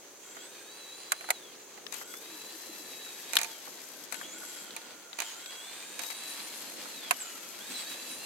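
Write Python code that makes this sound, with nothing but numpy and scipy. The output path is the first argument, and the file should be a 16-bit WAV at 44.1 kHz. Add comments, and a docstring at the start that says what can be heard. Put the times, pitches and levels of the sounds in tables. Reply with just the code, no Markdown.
"""A grassy yard: a toy electric truck drives about, its throttle squeezed six times. Mesh tones that follow
two motor shafts make its gears whine, bog in tufts and coast down; coloured noise makes rattle and swish.
Close to the microphone a hand-held camera clicks and knocks in decaying noise bursts, and its lens drive
hisses in stepped bands of noise. Behind them: insects in narrow noise bands, the steady tones of a far
engine's hum, and four soft hoots that glide down."""
import sys
import numpy as np
from scipy import signal
from scipy.fft import rfft, irfft, next_fast_len
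from scipy.io import wavfile
from scipy.ndimage import uniform_filter1d

SR = 44100
rng = np.random.default_rng(int(sys.argv[2]) if len(sys.argv) > 2 else 0)


def inscribe(sig):
    """Save sig as 16-bit PCM at rate SR to the path in sys.argv[1].

    A 1-D sig is mono; a 2-D sig holds one channel per row.
    Samples are clipped to [-1, 1] before scaling.
    """
    pcm = np.round(np.clip(np.atleast_2d(sig).T, -1, 1) * 32767)
    wavfile.write(sys.argv[1], SR, pcm.astype(np.int16))


N = 363825
TIME = np.arange(N) / SR  # s

# Squeezes of the throttle: (press [s], release [s], shaft speed after the first kick [Hz], speed aimed at [Hz],
# pick-up time constant [s], speed lost to the grass [Hz per s], high whine [relative dB], low notes [relative dB])
THROTTLE_SQUEEZES = [(0.199, 1.338, 319.6, 456, 0.29, 0, -62, -68),
                     (1.92, 3.463, 275.8, 518, 0.28, 70, -66, -63.5),
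                     (4.1, 4.65, 369.6, 372, .1, 22, -57.5, -60.5),
                     (5.16, 6.92, 314.9, 510, 1.09, -1, -56.5, -60.5),
                     (7.17, 7.33, 329, 328, .1, 10, -53.5, -56),
                     (7.576, 8.3, 418.4, 471, 0.67, -2, -59, -58.5)]
# Tufts where the wheels bog down, or spin free where the loss is negative:
# (centre [s], length [s], speed lost by the front motor [Hz], by the rear motor [Hz])
GRASS_TUFTS = [(0.239, 0.084, -68, -55), (0.32, .06, -12.5, -25), (0.378, 0.17, 30, 41.5),
               (0.535, 0.092, -2.5, -2), (0.626, 0.092, 23, 22), (0.783, 0.11, -12, -11),
               (0.885, 0.14, 10, 17.5), (1.012, 0.046, -6, -6), (1.109, 0.096, 6.5, 15),
               (1.218, .07, -6, -6), (1.281, 0.064, 3, 8), (2.141, .13, 19.5, 7.5),
               (2.316, 0.075, -8, -0.5), (2.953, 0.12, 12.5, 2), (3.12, 0.063, 15, 2),
               (3.236, 0.058, 13, 0), (3.302, 0.036, -7, 5), (4.285, 0.13, -6, 54),
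               (5.266, 0.083, -38.5, -19.5), (5.32, 0.081, 10, 31.5), (5.393, .08, 4, -3),
               (5.597, 0.08, 13.5, 8), (7.722, 0.064, -22, 28), (7.801, 0.093, -10.5, 59),
               (7.857, .04, 24.5, 7), (7.933, 0.05, 16, 16.5), (8.105, 0.036, 4, -12.5),
               (8.142, 0.053, 12.5, 13.5), (8.213, 0.095, -8, 2.5)]
# Main whine as the truck turns towards and away from the microphone: (time [s], level [relative dB])
WHINE_LEVEL = [(0, -66), (.42, -62), (.72, -54), (1.33, -54.5), (1.75, -57.5), (1.97, -70), (2.12, -57),
               (2.4, -56), (3.3, -55), (3.5, -51), (3.66, -64), (4.38, -59.5), (4.6, -58.5), (4.72, -52),
               (4.85, -58), (5.3, -65), (5.42, -55), (5.55, -49.5), (6.35, -49.5), (7.05, -48), (7.27, -50),
               (7.45, -48), (7.62, -52), (7.72, -52.5), (8.25, -48)]
# How the gear housing passes the main whine: (frequency [Hz], gain [dB])
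MAIN_HOUSING = [(2200, -16.5), (2780, -14), (2990, -8), (3240, 0.5), (3450, 0), (3660, -7.5), (3840, 2),
                (3950, 2), (4250, -5)]
# How the gear housing passes the high whine: (frequency [Hz], gain [dB])
HIGH_WHINE_HOUSING = [(5200, -3), (6800, -2), (8000, 3.5), (8900, -6), (9450, 3), (9900, -7)]
# The truck's way over the yard: (time [s], rolling at cruising speed [relative dB], tyre rumble [relative dB])
GROUND_LEVELS = [(0, -51.5, -66.5), (1.2, -52, -67), (2.1, -51.5, -63.5), (3.3, -48, -60.5),
                 (4.08, -46, -59.5), (4.17, -48, -57), (4.5, -47.5, -60), (4.87, -46.5, -62),
                 (5.12, -51, -68), (5.36, -47, -66.5), (6.3, -44.5, -59.5), (6.65, -47, -58),
                 (7.05, -44.5, -57.5), (7.55, -45, -60), (7.9, -45, -58), (8.25, -44.5, -60.5)]
# Jolts: (centre [s], length [s], tyre thump [dB], body rasp [dB], gear grind [relative dB])
GROUND_JOLTS = [(0.23, .05, -76, -64, -58), (.37, .08, -75, -74, -59), (1.974, 0.14, -65, -50.5, -58),
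                (4.25, .07, -60, -55, -50), (5.274, 0.14, -74, -45.5, -55), (7.718, 0.06, -48.5, -43, -46),
                (7.795, 0.079, -61, -42.5, -44), (7.917, .05, -55, -42.5, -57),
                (8.117, 0.047, -56, -45.5, -63)]
# Spectrum of the rattling gears: (frequency [Hz], level [relative dB])
RATTLE_SPECTRUM = [(290, -40), (500, -13), (697, -7), (904, -4.5), (1240, -7), (1440, -7.5), (1710, -4.5),
                   (2690, -4), (2960, -6), (3320, -2), (3640, -6), (3960, -2), (4350, -3), (5300, -5.5),
                   (6000, -48), (7800, -8), (13200, -120)]
# Spectrum of grass blades on the body: (frequency [Hz], level [relative dB])
SWISH_SPECTRUM = [(3060, -36), (5200, -45), (5690, -4.5), (7790, -1), (8480, -4.5), (9490, -3.5),
                  (10500, -10.5), (11900, -6.5), (14600, -12.5), (16000, -39)]
# Spectrum of the tyre rumble: (frequency [Hz], level [relative dB])
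RUMBLE_SPECTRUM = [(53, -61), (90, -37), (108, -19.5), (225, -1.5), (346, 0.5), (384, -8), (497, -1),
                   (700, -7.5), (910, -32), (1540, -120)]
# Dull knocks on the camera body: (time [s], body [relative dB], crack [relative dB], left minus right [dB],
# lower ring of the struck spot [Hz], upper ring [Hz])
CAMERA_KNOCKS = [(.367, -37.5, -49, -3, 1310, 2000), (1.1195, -24, -16.5, -3.5, 1200, 1500),
                 (1.2085, -38, -41, -5, 1900, 2750), (1.242, -39, -44, -1, 1390, 2010),
                 (1.288, -30, -38, -6, 800, 1500), (1.304, -22.5, -15, -3.5, 790, 2020),
                 (1.775, -43, -54, -8, 805, 2010), (2.013, -35.5, -54, -3, 1406, 1990),
                 (2.139, -39, -40.5, -4, 1409, 2090), (3.065, -42, -56, -1, 1505, 2007),
                 (3.674, -38.5, -65, -7, 793, 1200), (4.212, -34.5, -46, 7, 1200, 1700),
                 (4.432, -41, -50, -6, 1145, 1507), (6.855, -38.5, -56, -7, 1380, 2050),
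                 (7.109, -18, -14.5, -5, 1035, 2450)]
# Sharp plastic clicks: (time [s], body [relative dB], crack [relative dB], left minus right [dB])
CAMERA_CLICKS = [(1.9245, -38, -34.5, 17), (1.9365, -38, -40, 7), (1.9413, -40.5, -37, 21),
                 (1.946, -47, -47, 22), (3.3335, -25.5, -23.5, -6), (3.3545, -26.5, -19.5, -3),
                 (3.3885, -24.5, -23.5, -3), (3.402, -35, -44, -13), (3.414, -27, -23, -4),
                 (3.432, -32.5, -23, -2), (3.445, -32, -34, -10), (4.1238, -33.5, -32, 19),
                 (4.143, -37, -40, 22), (4.7645, -31, -30, -3), (5.1875, -27, -31, -7),
                 (5.2025, -25.5, -23, -5), (5.220, -28, -30, -2), (5.9928, -29.5, -29, -8),
                 (6.035, -38.5, -37, 19), (6.102, -36, -45, 20), (6.108, -46, -37, 15.5)]
# Short, hard snaps: (time [s], body [relative dB], crack [relative dB], left minus right [dB])
CAMERA_SNAPS = [(1.8657, -32, -53, 8), (3.368, -10, -15.5, 5), (3.385, -28, -40, 6),
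                (4.7065, -36.5, -65, -1), (4.816, -43, -55, 4), (5.130, -34.5, -60, 7),
                (5.460, -33.5, -49, 4)]
# Spectrum of a knock: (frequency [Hz], level [relative dB])
KNOCK_SPECTRUM = [(150, -15), (250, -23), (730, 4.5), (950, -2.5), (1530, 3), (1800, -0.5), (2250, 0.5),
                  (3650, -9), (4340, -5.5), (5160, -14.5), (7310, -2.5), (8400, -9), (10200, -1.5),
                  (10700, -15), (11700, -5.5), (16000, -26)]
# Spectrum of a click: (frequency [Hz], level [relative dB])
CLICK_SPECTRUM = [(210, -53), (350, -14), (791, -7), (1280, -6.5), (2130, -4), (2420, -4), (3450, -11.5),
                  (4040, -2.5), (5570, -14), (6230, -2.5), (8440, -7.5), (9140, -9.5), (11100, -8),
                  (16000, -20.5)]
# Spectrum of a snap: (frequency [Hz], level [relative dB])
SNAP_SPECTRUM = [(350, -48), (600, -20), (1640, -8), (2200, -9.5), (3160, -6), (3730, 0.5), (5950, -15),
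                 (8620, -21), (12000, -14), (16000, -40)]
# Ringing of the camera case after a click: (frequency [Hz], level [relative dB], 60 dB decay time [s])
CASE_RINGS = [(705, -19, 0.14), (900, -22.5, 0.37), (2423, -2, 0.026), (6160, -21, 0.14)]
# Runs of the lens drive: (start [s], stop [s], hiss centre [Hz], level [relative dB])
LENS_RUNS = [(1.921, 2.035, 11810, -54.5), (2.076, 4.06, 11750, -58.5), (4.115, 4.239, 11400, -58),
             (4.38, 4.65, 11360, -58.5), (6.016, 6.132, 11800, -53.5), (6.232, 8.252, 11680, -59)]
# Spectrum of the yard's open air: (frequency [Hz], level [relative dB])
AIR_SPECTRUM = [(18, -85), (30, -43), (239, -12.5), (311, -2), (364, -1.5), (616, -5), (721, -5),
                (844, -5.5), (1100, -7), (1350, -7.5), (4780, -19.5), (5450, -54), (7090, -10),
                (8300, -14.5), (16000, -16.5)]
# Tones of the far engine: (frequency [Hz], level [relative dB])
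ENGINE_TONES = [(118.6, -88), (146, -85), (328.6, -76), (365, -69.5), (401.6, -69), (438, -70),
                (511, -71.5), (566, -75)]
# Soft hoots: (peak time [s], length [s], pitch at the peak [Hz], peak level [dB])
SOFT_HOOTS = [(2.329, 0.12, 324, -51), (2.553, 0.042, 321, -48), (2.699, 0.015, 325, -42.5),
              (2.813, 0.026, 308, -53)]
# Likeness of the two microphones: (frequency [Hz], side minus mid [dB])
STEREO_WIDTH = [(300, -5), (1300, -5.5), (2400, -4.5), (4400, 1), (8000, -0.5)]

KICK_S = .036  # time constant of the wheels' spin-up at a press
COAST_HZ = 190.1  # off the throttle the shafts run down towards this speed
FRONT_COAST_S, REAR_COAST_S = .33, 7  # time constants: the front motor stops quickly, the rear freewheels on
CRUISE_HZ = 452  # shaft speed at which the rolling levels hold
SURGE_DB, SURGE_S = 7, 0.26  # the rear high gear is strained at each press, then eases
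SLACK_DB, SLACK_S = -18, 0.089  # the high gears fall quiet when the load comes off
BOG_DB_PER_HZ = 0.04  # rear high gear level against speed lost in the tufts
SIDEBAND_DB = -10.5  # a gear out of true puts a rough whine either side of the main one (relative level)
WHEEL_RATIO, THROB_DB = 58, 2  # shaft turns to one wheel turn; the high whine swells and sinks by this once a turn
SQUEAL_DB = -7  # high gear squeal relative to a jolt's rasp, ahead of the housing
FREEWHEEL_DB, FREEWHEEL_POWER = -70.5, 9  # rear gears free at cruising speed, ahead of the housing; power of speed
TREE_S, TREE_LENGTH_S, TREE_DB = 6.64, 0.57, -8.5  # a trunk hides the truck and shades its main whine
HIGH_SHADE_S = 6.93  # the trunk shades the high whine of both motors a moment later
RATTLE_POWER, SWISH_POWER = 0.86, 0.45  # amplitude grows as these powers of speed
SWISH_DB, SWISH_SLACK_DB = -8.5, -5  # grass setting (relative), and its drop when the wheels stop pulling
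SPOT_DB, SPOT_OCTAVES = 7.5, 0.2  # height and half-width of a struck spot's ring
CHIRP_FIRST_S, CHIRP_EVERY_S, CHIRP_DB = 0.29, .702, -59.5  # the cricket (relative level)
FULL_SCALE, TOP_HZ = .95, 15800  # ceiling of the rounded peaks; top of the band


def front_drive(hz, load, main_db, high_db, low_db):
    """Front gears mesh at multiples of shaft speed: a whine, sidebands, a faint high tone, low notes, grind."""
    turns = np.cumsum(hz * (1 + 0.00401 * walk(45) + 0.00302 * walk(12))) / SR
    main_housing_db = housing(9 * hz, MAIN_HOUSING)
    high_housing_db = housing(21 * hz, HIGH_WHINE_HOUSING)
    _, _, grinding = jolting()
    shaded_db = main_db + shade(TREE_S)
    main_gain = undb(shaded_db + main_housing_db + 1.5 * walk(14))
    main = main_gain * gear(turns, order=9, smear=260, rough=0.43, flutter_db=1.5)
    grind = grinding * gear(turns, order=9, smear=330, rough=5, flutter_db=4)

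    below = gear(turns, order=7.5, smear=330, rough=4.8, flutter_db=1)
    above = gear(turns, order=10.5, smear=360, rough=3, flutter_db=4)
    sideband_gain = undb(SIDEBAND_DB) * (undb(shaded_db) * load + grinding)
    sidebands = sideband_gain * (undb(-2.5) * below + above)
    high_gain = undb(high_db + high_housing_db - 16)
    high = high_gain * gear(turns, order=21, smear=400, rough=4.2, flutter_db=-1)

    # The gear housing favours each lower note near one of its resonances
    low = resonate(gear(turns, order=4, smear=230, rough=3.3, flutter_db=3.5), hz=1620, width_hz=1400)
    middle = resonate(gear(turns, order=6, smear=280, rough=2.5, flutter_db=2.5), hz=2600, width_hz=800)
    notes_gain = undb(low_db - 10 * (1 - load) + .5 * shade(TREE_S))
    notes = notes_gain * (undb(-2) * low + undb(-1) * middle)
    return main + grind + sidebands + high + notes


def rear_drive(hz, load, strain, high_db, low_db):
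    """Rear gears throb with the wheel in a high whine and whirr; a main whine and drone last while freewheeling."""
    turns = np.cumsum(hz * (1 + .005 * walk(60) + .004 * walk(15))) / SR
    high_housing_db = housing(21 * hz, HIGH_WHINE_HOUSING)
    main_housing_db = housing(9 * hz, MAIN_HOUSING)
    _, rasping, grinding = jolting()
    throb_db = THROB_DB * np.sin(2 * np.pi * turns / WHEEL_RATIO)
    pull_db = high_db + SURGE_DB * strain + throb_db
    high_gain = undb(pull_db + 2 * walk(22)) + rasping * undb(SQUEAL_DB)
    high_tone = gear(turns, order=21, smear=720, rough=4.7, flutter_db=2)
    high = high_gain * undb(high_housing_db) * high_tone

    freewheel = (1 - load) * undb(FREEWHEEL_DB) * (hz / CRUISE_HZ) ** FREEWHEEL_POWER
    main_gain = undb(main_housing_db) * (undb(high_db - 5.5) + freewheel + grinding * undb(-1))
    main = main_gain * gear(turns, order=9, smear=280, rough=0.96, flutter_db=6.5)
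    whirr = undb(pull_db - 12) * gear(turns, order=6, smear=430, rough=3, flutter_db=2.5)
    drone = resonate(gear(turns, order=4, smear=210, rough=3.5, flutter_db=2.5), hz=1462, width_hz=216)
    drone_gain = undb(low_db - 1 - 2.9 * (1.5 - load) + 1.3 * walk(9))
    return high + main + whirr + drone * drone_gain


def gear(turns, order, smear, rough, flutter_db):
    """A mesh tone, rms 1: teeth with play blur its phase, and bumps make it flutter at each microphone."""
    flutter = undb(flutter_db * (walk(35) + 0.14 * np.array([walk(23), walk(25)])))
    shared_blur = walk(smear) + 1j * walk(smear)
    channel_blur = np.array([walk(smear) + 1j * walk(smear) for _ in range(2)])
    blur = (shared_blur + 0.79 * channel_blur) / np.sqrt(3)
    tone = np.real((1 + rough * blur) * np.exp(2j * np.pi * order * turns))
    return unit(flutter * tone)


def motion(coast_s):
    """Shaft speed, load and strain (both 0-1): a press kicks the motors up, they pull towards a speed, then coast."""
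    hz, load, strain = np.full(N, 1. * COAST_HZ), np.zeros(N), np.zeros(N)
    for press, release, kick_hz, top_hz, pickup_s, sag, *_ in THROTTLE_SQUEEZES:
        i, j = int(press * SR), min(int(release * SR), N - 1)
        on, off = TIME[:N - i], TIME[:N - j]
        kick = np.exp(-on / KICK_S)
        pickup = (kick_hz - top_hz) * np.exp(-on / pickup_s)
        hz[i:] = top_hz - sag * on + pickup + (hz[i] - kick_hz) * kick
        hz[j:] = COAST_HZ + (hz[j] - COAST_HZ) * np.exp(-off / coast_s)
        load[i:] = 1 + (load[i] - 1) * kick
        load[j:] = load[j] * np.exp(-off / SLACK_S)
        strain[i:] = np.exp(-on / SURGE_S) * (1 - kick)
    return hz, load, strain


def gear_levels():
    """High and low gear levels in dB, held from one press to the next with short smoothing."""
    table = np.array(THROTTLE_SQUEEZES)
    latest = np.maximum(np.searchsorted(table[:, 0], TIME) - 1, 0)
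    return uniform_filter1d(table[latest].T[-2:], int(KICK_S * SR))


def bogging():
    """Speed in Hz that the front and the rear motor lose in the tufts."""
    return sum(np.outer(lost, np.exp(-(2 * (TIME - s) / length) ** 2))
               for s, length, *lost in GRASS_TUFTS)


def housing(hz, points):
    """Gain in dB that the gear housing gives a tone of this pitch."""
    return np.interp(hz, *np.transpose(points))


def shade(s):
    """Loss in dB while the trunk shades a whine, deepest at time s."""
    return TREE_DB * np.exp(-(2 * (TIME - s) / TREE_LENGTH_S) ** 4)


def jolting():
    """Strength of the jolts' thump, rasp and grind over time, as gains."""
    return sum(np.outer(undb(db), np.exp(-(2 * (TIME - s) / length) ** 2))
               for s, length, *db in GROUND_JOLTS)


def rolling(hz, load):
    """Gears rattle and grass flicks the body, more with speed; tyres rumble; jolts add thumps and rasps."""
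    roll_db, rumble_db = curves(GROUND_LEVELS)
    speed_db = 20 * np.log10(hz / CRUISE_HZ)
    rattle_db = roll_db + RATTLE_POWER * speed_db
    swish_db = roll_db + SWISH_DB + SWISH_POWER * speed_db
    swish_db = swish_db + SWISH_SLACK_DB * (1 - load) + 0.22 * (roll_db - roll_db.mean())

    grains = undb(1.66 * walk(900))  # shared by rattle and swish
    rattle = colour(noise() * grains, RATTLE_SPECTRUM) * undb(rattle_db - 1.37 + 1.55 * walk(30))
    swish = colour(noise() * grains, SWISH_SPECTRUM) * undb(swish_db + 4.5 + 0.17 * walk(32))
    rumble = colour(noise(), RUMBLE_SPECTRUM) * undb(rumble_db + 2.5 + 1.95 * walk(14))
    thump = resonate(noise(), hz=259, width_hz=130)
    rasp = resonate(noise() * undb(1.8 * walk(600)), hz=3320, width_hz=9100)
    thumping, rasping, _ = jolting()
    return rattle + swish + rumble + thumping * thump + rasping * rasp


def handling():
    """Knocks, clicks and snaps on the camera; the clicks ring its case, which is too small to give bass."""
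    knocks = blows(CAMERA_KNOCKS, KNOCK_SPECTRUM, split_hz=1970, body_t60=0.054, crack_t60=0.025,
                   rise=0.00053, snap=0.39)
    clicks = blows(CAMERA_CLICKS, CLICK_SPECTRUM, split_hz=4400, body_t60=0.074, crack_t60=0.066,
                   rise=0.00019, snap=6.3)
    snaps = blows(CAMERA_SNAPS, SNAP_SPECTRUM, split_hz=6800, body_t60=0.02, crack_t60=0.011,
                  rise=0.00035, snap=0.51)
    t, pushes = TIME[:SR // 2], np.zeros(N)
    for s, body_db, _, _ in CAMERA_CLICKS:
        pushes[int(s * SR)] += undb(body_db)
    ring = sum(undb(db - 60 * t / t60) * np.sin(2 * np.pi * hz * t) for hz, db, t60 in CASE_RINGS)
    case = signal.fftconvolve(pushes, ring)[:N] * pan(-5.5)
    sound = undb(-1.5) * knocks + undb(-4) * clicks + undb(-3.5) * snaps + case
    return signal.sosfilt(signal.butter(2, 250, "high", fs=SR, output="sos"), sound)


def blows(table, spectrum, split_hz, body_t60, crack_t60, rise, snap):
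    """Each blow is a bright crack, snapping at first contact, over a body; the struck spot may add rings."""
    out, t = np.zeros((2, N)), TIME[:SR // 8]
    onset = 1 - np.exp(-t / rise)
    for s, body_db, crack_db, pan_db, *rings in table:
        burst = colour(rng.standard_normal((2, len(t))), spectrum)
        for hz in rings:
            burst = shape(burst, lambda f: undb(SPOT_DB * np.exp(-(np.log2(f / hz) / SPOT_OCTAVES) ** 2)))
        body = shape(burst, lambda f: 1 / (1 + (f / split_hz) ** 4))
        body = body * onset * undb(-60 * t / body_t60)
        crack = shape(burst, lambda f: 1 / (1 + (split_hz / f) ** 4))
        crack = crack * onset * undb(-60 * t / crack_t60)
        crack = crack * (1 + snap * np.exp(-t / 0.002))
        blow = undb(body_db) * unit(body) + undb(crack_db) * unit(crack)
        blow = undb(-16.5) * blow * pan(pan_db)
        i = int(s * SR)
        out[:, i:i + len(t)] += blow[:, :N - i]
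    return out


def lens():
    """The lens drive starts and stops abruptly: quick steps hiss in a narrow band and a broad lower one."""
    top, lower, source = np.zeros((2, N)), np.zeros(N), noise()
    for start, stop, hz, db in LENS_RUNS:
        run = slice(int(start * SR), int(stop * SR))
        top[:, run] += undb(db) * resonate(source[:, run], hz=hz, width_hz=680)
        lower[run] += undb(db)
    pulse = np.sin(2 * np.pi * 60 * TIME + walk(14))
    steps = undb(2.46 * walk(380) + 1.36 * walk(22) + 0.84 * pulse)
    body = lower * resonate(noise(), hz=6200, width_hz=6100)
    return steps * (top * pan(13.3) + undb(3) * body * pan(11.4))


def insects():
    """A steady chorus, and one cricket chirping evenly, its wings stroking 65 times a second."""
    chorus = resonate(noise(), hz=6260, width_hz=1060) * undb(-56.5)
    chirp_times = np.arange(CHIRP_FIRST_S, N / SR, CHIRP_EVERY_S)
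    chirps = undb(CHIRP_DB) * sum(np.exp(-((TIME - s) / 0.12) ** 4) for s in chirp_times)
    strokes = 1 + np.sin(2 * np.pi * 65 * TIME)
    return chorus + chirps * strokes * resonate(noise(), hz=7120, width_hz=130)


def yard():
    """Broad outdoor air, a far engine's tones that fade as the microphone turns away, and falling hoots."""
    air = colour(noise(), AIR_SPECTRUM) * undb(-54.5 + .5 * walk(3.2))
    hum = 0
    for hz, db in ENGINE_TONES:
        level = undb(db + 1.6 * walk(3.27)) * np.sqrt(2)
        hum = hum + level * np.sin(2 * np.pi * hz * TIME + .5 * walk(4.96))
    hum = hum * undb(np.interp(TIME, [2.8, 5], [1.5, -6]))
    hoots = 0
    for s, length, hz, db in SOFT_HOOTS:
        t = TIME - s
        swell = undb(db) * np.exp(-(2 * t / length) ** 2)
        hoots = hoots + swell * np.sin(2 * np.pi * hz * (t - 0.99 * t ** 2))
    return air + hum + hoots


def undb(db):
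    """Decibels to gain."""
    return 10 ** (np.asarray(db) / 20)


def unit(x):
    """Scale to rms 1."""
    return x / np.sqrt(np.mean(x ** 2, axis=-1, keepdims=True))


def curves(table):
    """The columns of a table joined by straight lines in time."""
    s, *columns = np.transpose(table)
    return [np.interp(TIME, s, c) for c in columns]


def walk(rate):
    """A smooth random wander of rms 1, from this many random values a second."""
    k = max(int(SR / rate), 2)
    held = np.repeat(rng.standard_normal(N // k + 2), k)
    smooth = uniform_filter1d(uniform_filter1d(held, k), k)
    return unit(smooth[:N])


def pan(db):
    """Left and right gains for a level difference."""
    return undb(np.array([[db], [-db]]) / 2)


def noise():
    """Two-channel white noise, more alike in the bass than in the treble."""
    n = next_fast_len(N)
    mid, side = rfft(rng.standard_normal((2, n)))
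    hz, db = np.transpose(STEREO_WIDTH)
    share = undb(np.interp(np.linspace(0, SR / 2, len(mid)), hz, db))
    pair = mid + share * side * np.array([[1], [-1]])
    return unit(irfft(pair / np.sqrt(1 + share ** 2), n)[:, :N])


def shape(x, gain):
    """Filter by a gain given as a function of frequency; rms 1."""
    n = next_fast_len(x.shape[-1])
    hz = np.maximum(np.arange(n // 2 + 1) * SR / n, 1)
    return unit(irfft(rfft(x, n) * gain(hz), n)[..., :x.shape[-1]])


def colour(x, points):
    """Filter by (frequency [Hz], level [dB]) points, joined on a log-frequency scale."""
    hz, db = np.transpose(points)
    return shape(x, lambda f: undb(np.interp(np.log(f), np.log(hz), db)))


def resonate(x, hz, width_hz):
    """A resonance applied twice, for steep skirts."""
    return shape(x, lambda f: 1 / (1 + 1j * (f ** 2 - hz ** 2) / (f * width_hz)) ** 2)


def scene():
    """Truck, camera and yard together at the microphones."""
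    front_hz, load, strain = motion(FRONT_COAST_S)
    rear_hz, _, _ = motion(REAR_COAST_S)
    front_lost, rear_lost = bogging()
    high_db, low_db = gear_levels()
    main_db, = curves(WHINE_LEVEL)
    high_db = high_db + SLACK_DB * (1 - load) + 0.71 * shade(HIGH_SHADE_S)
    front = front_drive(front_hz - front_lost, load, main_db, high_db, low_db)
    rear_high_db = high_db + BOG_DB_PER_HZ * rear_lost
    rear = rear_drive(rear_hz - rear_lost, load, strain, rear_high_db, low_db)
    truck = front + rear + rolling(front_hz, load)
    camera = lens() + handling()
    return truck + camera + insects() + yard()


def record(dry):
    """Round the loudest peaks softly and cut the top of the band steeply."""
    rounded = FULL_SCALE * np.tanh(dry / FULL_SCALE)
    return signal.sosfilt(signal.ellip(10, .1, 80, TOP_HZ, fs=SR, output="sos"), rounded)


dry = scene()
out = record(dry)
inscribe(out)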